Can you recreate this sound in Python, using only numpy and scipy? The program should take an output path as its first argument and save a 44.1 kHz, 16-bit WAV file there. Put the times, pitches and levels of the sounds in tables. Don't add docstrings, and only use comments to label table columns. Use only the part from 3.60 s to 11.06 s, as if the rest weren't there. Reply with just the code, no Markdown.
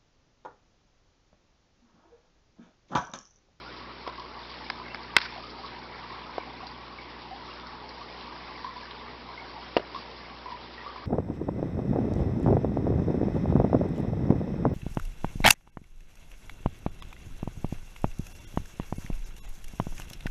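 import sys
import numpy as np
from scipy import signal
from scipy.io import wavfile
from scipy.ndimage import uniform_filter1d

SR = 44100
rng = np.random.default_rng(int(sys.argv[2]) if len(sys.argv) > 2 else 0)


def generate_wav(sig):
    pcm = np.round(np.clip(np.atleast_2d(sig).T, -1, 1) * 32767).astype(np.int16)
    wavfile.write(sys.argv[1], SR, pcm)


def ratio(d):
    e = np.asarray(d, float) / 20
    return 10 ** e


N = 328986
MAINS_HZ = 60.03


def band(x, lo_hz, hi_hz):
    sos = signal.butter(2, [lo_hz, hi_hz], "band", fs=SR, output="sos")
    y = signal.sosfilt(sos, x)
    return y / np.std(y)


def walk(rate):
    hold = int(SR / rate)
    steps = np.repeat(rng.standard_normal(N // hold + 1), hold)
    return 1.1 * uniform_filter1d(steps, hold)[:N]


def curve(table, column):
    rows = np.array(table)
    return np.interp(np.arange(N) / SR, rows[:, 0], rows[:, column])


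def add(out, s, sound):
    i = int(s * SR)
    out[i:i + len(sound)] += sound[:max(N - i, 0)]


def fade(t, t60):
    return np.exp(-np.log(1000) * t / t60)


def ring(hz, t60, rise_s, glide):
    t = np.arange(int(t60 * SR)) / SR
    shape = (1 - np.exp(-t / rise_s)) ** 2 * fade(t, t60)
    phase = 2 * np.pi * hz * t * (1 + glide * t / t60)
    return shape / shape.max() * np.sin(phase)


# (time [s], flow level [dB], favoured pitch of large bubbles [Hz])
FLOW = [(0.0, -44.5, 1065), (0.98, -43.5, 989), (1.64, -44.5, 967), (1.78, -42.5, 795), (1.85, -44.5, 1118),
        (2.22, -44.5, 885), (2.53, -43, 1090), (2.83, -44.5, 907), (3.51, -47, 1030), (3.74, -47, 793),
        (3.86, -43.5, 1037), (4.17, -44.5, 930), (5.15, -44, 1013), (5.48, -44.5, 1058), (6.0, -43.5, 860),
        (6.34, -46, 1028), (7.04, -46, 953), (7.46, -46, 1074)]
# (pitch [Hz], spread [share], rate [bubbles/s], level [dB], ring length [cycles])
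BUBBLE_KINDS = [
    (1000, 0.12, 190, -3.5, 19),
    (1351, .2, 140, -2.5, 14),
    (2112, 0.072, 90, -5, 26),
    (4255, .25, 300, 0, 10),
]
SIZE_EDGES_HZ = [1200, 3000]
STREAM_DB = [-5, -8, -10.5]


def bubbling():
    most = 3500
    streams = np.zeros((3, N))
    favoured_hz = curve(FLOW, column=2) * np.exp(0.047 * walk(12))
    for hz, spread, per_s, db, cycles in BUBBLE_KINDS:
        times = np.cumsum(rng.exponential(size=most)) / per_s
        chance = rng.standard_normal((most, 2))
        loud = np.minimum(rng.exponential(size=most), 1.6)
        drift = (favoured_hz / hz) ** (0.692 * (hz < SIZE_EDGES_HZ[0]))
        stream = streams[np.searchsorted(SIZE_EDGES_HZ, hz)]
        for s, (size, length), extra in zip(times, chance, loud):
            if s < N / SR:
                pitch = min(hz * drift[int(s * SR)] * np.exp(spread * size), 6000.)
                t60 = 2 * cycles * np.exp(0.37 * length) / pitch
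                add(stream, s, ratio(db + 3.7 * extra) * ring(pitch, t60, 0.0011, 0.061))
    large, middle, fine = streams / streams.std(axis=1, keepdims=True)
    hiss = band(rng.standard_normal(N), 1800., 8000.)
    fine = fine + 0.65 * ratio(4.7 * walk(25)) * hiss
    total = np.zeros(N)
    for stream, db in zip([large, middle, fine], STREAM_DB):
        total += stream * ratio(db + 1.5 * walk(4))
    return total * ratio(curve(FLOW, column=1))


# (time [s], peak level [dB], pitch [Hz])
PLOPS = [(0.061, -31.5, 1366), (0.24, -32, 1050), (0.295, -32.5, 1240), (0.464, -25, 1077),
         (0.579, -25.5, 1060), (1.198, -27.5, 1000), (1.53, -34, 1000), (1.759, -29, 683),
         (1.837, -29.5, 1202), (2.033, -26, 1073), (2.517, -26.5, 1056), (2.872, -34, 766),
         (3.001, -31, 1070), (3.029, -29.5, 750), (3.308, -35, 1064), (3.71, -26.5, 743), (3.821, -33, 897),
         (4.377, -33, 910), (4.411, -29, 1136), (4.63, -32.5, 994), (4.89, -31, 1066), (5.044, -18, 1010),
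         (5.092, -34.5, 1030), (5.159, -27, 970), (5.688, -28, 1015), (6.346, -19.5, 1042),
         (6.858, -22.5, 1000), (6.919, -23, 960), (7.261, -25, 1134), (7.359, -26, 1027)]
# (time [s], peak level [dB], pitch [Hz])
PLINKS = [(1.261, -29.5, 2120), (1.3, -34.5, 2650), (1.6616, -31, 2260), (2.8, -33, 2277),
          (3.3842, -29.5, 2210), (4.4817, -37.5, 2100), (5.231, -34, 1655), (5.7758, -27.5, 2100),
          (6.6448, -36, 2170), (7.1781, -31.5, 1890)]
# (time [s], peak level [dB], pitch [Hz])
SPITS = [(0.557, -39, 4440), (0.5968, -31.5, 4550), (1.4316, -36.5, 4710), (1.7773, -38.5, 4520),
         (2.062, -35.5, 4450), (3.068, -30, 4800), (3.9972, -38, 3340), (4.0694, -37.5, 4900),
         (4.2915, -35, 4930), (4.61, -40, 3400), (5.3093, -34.5, 3440)]


def plops():
    out = np.zeros(N)
    t = np.arange(1500) / SR
    for rows, t60 in [(PLOPS, 0.0453), (PLINKS, 0.036)]:
        for s, db, hz in rows:
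            late, detune = rng.random(2)
            twin_hz = hz * (1 + 0.1427 * (detune - .5))
            tick = rng.standard_normal(len(t)) * np.exp(-t / 0.0062)
            add(out, s, ratio(db - 7.5) * ring(hz, t60, 0.002, 0.04))
            add(out, s + .012 + .014 * late, ratio(db - 10.0) * ring(twin_hz, t60, 0.0014, 0.021))
            add(out, s, ratio(db - 15.5) * tick)
    for s, db, hz in SPITS:
        spray = band(rng.standard_normal(len(t)), hz / 1.25, hz * 1.25)
        add(out, s, ratio(db - 2.0) * spray * fade(t, 0.024))
    return out


def tank(x):
    t60, wet_db = 0.19, -5
    t = np.arange(SR // 2) / SR
    echoes = rng.standard_normal(len(t)) * fade(t, t60) * (t > .004)
    echoes /= np.linalg.norm(echoes)
    wet = signal.fftconvolve(x, echoes)[:N] * ratio(wet_db)
    return (x + wet) / np.sqrt(1 + ratio(2 * wet_db))


# (pitch [Hz], level [dB], time to fade 60 dB [s])
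LATCH = [(80, -27.5, 0.033), (336, -17, 0.014), (1000, -19, .03), (1400, -16, 0.014), (1535, -9.5, 0.017),
         (2030, -2, 0.0062), (2597, -11.5, 0.014), (3460, -6.5, 0.0047), (3882, -14.5, .012),
         (4670, -13, .009), (5100, -18.5, .009)]
# (pitch [Hz], level [dB], time to fade 60 dB [s])
CASE = [(364, -22.5, 0.047), (460, -16.5, 0.011), (537, -1, 0.0066), (704, -8, 0.0099), (948, -10, 0.014),
        (1190, -15, 0.012), (1500, -18, 0.014), (1930, -12, .0068), (2830, -12, 0.012), (4670, -30, 0.0037)]
# (pitch [Hz], level [dB], time to fade 60 dB [s])
BUTTON = [(950, -5.5, 0.0099), (1400, -4.5, 0.0055), (1700, 1, 0.0068), (2100, 0.5, 0.009),
          (2650, -9, 0.011), (5050, -3, 0.0076)]
# (time [s], peak level [dB], pitch the struck spot favours [Hz], reach [octaves], crack level [dB])
LATCH_HITS = [
    (1.5657, 3.5, 2800, 3.1, -15),
    (1.5676, -4.5, 2800, 0.93, -15),
    (1.5692, -8, 1400, 0.41, -11.5),
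    (1.5802, -19, 1400, 0.41, -11),
    (1.5828, -22, 1700, .6, -6),
    (1.585, -17, 1600, .8, -5.5),
    (1.604, -27, 2400, .6, -6),
    (1.6154, -24, 2000, .6, -6),
    (1.661, -28.5, 1500, 0.86, -6),
]
# (time [s], peak level [dB], pitch the struck spot favours [Hz], reach [octaves], crack level [dB])
CASE_HITS = [(.4758, -15, 1100, 1, -16), (.483, -20, 910, .3, -22), (.49, -30, 623, 0.46, -10),
             (0.497, -23, 1500, .3, -16), (2.7813, -9.5, 760, .5, -26), (6.1667, -5, 537, 2.3, -17.5),
             (6.17, -9, 790, 0.42, -22.5), (6.171, -9, 1800, 1.5, -16), (6.1778, -14, 460, 0.16, -22),
             (6.1815, -12, 460, 0.18, -21), (6.195, -22.5, 475, 0.17, -13), (6.198, -24, 480, .3, -18),
             (6.203, -21, 448, 0.27, -20), (6.236, -30, 700, 0.21, -29)]
# (time [s], peak level [dB], pitch the struck spot favours [Hz], reach [octaves], crack level [dB])
BUTTON_HITS = [
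    (1.1006, -20.5, 2200, 4, -9),
    (1.1045, -23, 950, 0.36, -10),
    (1.346, -25.5, 2500, 4, -7),
    (1.356, -32, 1200, .8, -8),
]
# (time [s], level [dB])
RUB = [(1.15, -73), (1.27, -46), (1.45, -57), (1.608, -41), (1.618, -34), (1.662, -37), (1.675, -45),
       (1.8, -52), (1.9, -87)]


def shell():
    out = np.zeros(N)
    t = np.arange(600) / SR
    for modes, hits, push_cycles in [(BUTTON, BUTTON_HITS, .7), (LATCH, LATCH_HITS, .55), (CASE, CASE_HITS, .75)]:
        for s, db, spot_hz, reach, crack_db in hits:
            for hz, mode_db, t60 in modes:
                loss_db = 8.1 * (np.log2(hz / spot_hz) / reach) ** 2
                add(out, s, -ratio(db + mode_db - loss_db) * ring(hz, t60, push_cycles / hz, 0))
            noise = band(rng.standard_normal(len(t)), spot_hz * 0.47, min(spot_hz * 6.8, 7000.))
            add(out, s, ratio(db + crack_db) * noise * np.exp(-t / 0.0027))
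    grit = rng.standard_normal(N) * ratio(2.8 * walk(150))
    rub_db = curve(RUB, column=1)
    treble = ratio(.5 * (rub_db + 37)) * band(grit, 2200., 6000.)
    return out + (.7 * band(grit, 1300., 2700.) + 0.73 * treble) * ratio(rub_db)


# (multiple of mains, level [dB], lag [rad])
HUM = [(1, -56, -1), (2, -60.5, 3.5), (3, -63, 3.5), (4, -59, 4.5), (5, -63.5, 2), (6, -62, 0.8),
       (7, -64.5, 5), (8, -66.5, 3.5)]
# (time [s], gain [dB])
STANCE = [(0, 1), (.7, -2), (1.2, 1.5), (2.0, 1), (3.0, 0), (4.0, 0), (4.7, -1.5), (5.4, -1.5), (6.2, -1.5),
          (7.46, -1.5)]


def pump():
    turn = 2 * np.pi * MAINS_HZ * np.arange(N) / SR
    stance_db = curve(STANCE, column=1)
    out = np.zeros(N)
    for k, db, lag in HUM:
        level_db = db + (k > 1) * stance_db + 0.36 * k * walk(9)
        phase = k * turn + lag + 0.11 * k * walk(14)
        out += np.sqrt(2) * ratio(level_db) * np.sin(phase)
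    return out


# (pitch [Hz], level [dB per Hz])
AIR = [(15, -19), (30, -10.5), (45, -12), (85, -11.5), (150, -7), (242, -3.5), (400, -2.5), (634, -5),
       (958, -3.5), (1520, -15.5), (2190, -5.5), (2690, -12.5), (4770, -18), (5600, -13)]


def air():
    rows = np.array(AIR)
    out = np.zeros(N)
    stroke = np.cos(2 * np.pi * MAINS_HZ * np.arange(N) / SR)
    for hz in 21 * 2 ** np.arange(0, 8.1, .5):
        density_db = np.interp(np.log(hz), np.log(rows[:, 0]), rows[:, 1])
        db = density_db + 10 * np.log10(hz) + 1.4 * walk(11)
        puff = 1 + 0.342 * stroke / (1 + (hz / 320.0) ** 2)
        out += ratio(db) * puff * band(rng.standard_normal(N), hz / 2 ** 0.25, hz * 2 ** 0.27)
    return out / np.std(out) * ratio(-47)


def scene():
    water = tank(bubbling() + plops())
    return (water + shell() + pump() + air())[None]


def low_pass(x):
    return signal.sosfilt(signal.butter(12, 17010, fs=SR, output="sos"), x)


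def record(dry):
    top_hz, overload = 5512, .72
    cut = signal.firwin(125, top_hz, window=("kaiser", 7.5), fs=SR)
    narrow = signal.fftconvolve(dry, cut[None], "same")
    mix = np.clip(narrow, -overload, overload)
    return low_pass(mix)


dry = scene()
out = record(dry)
generate_wav(out)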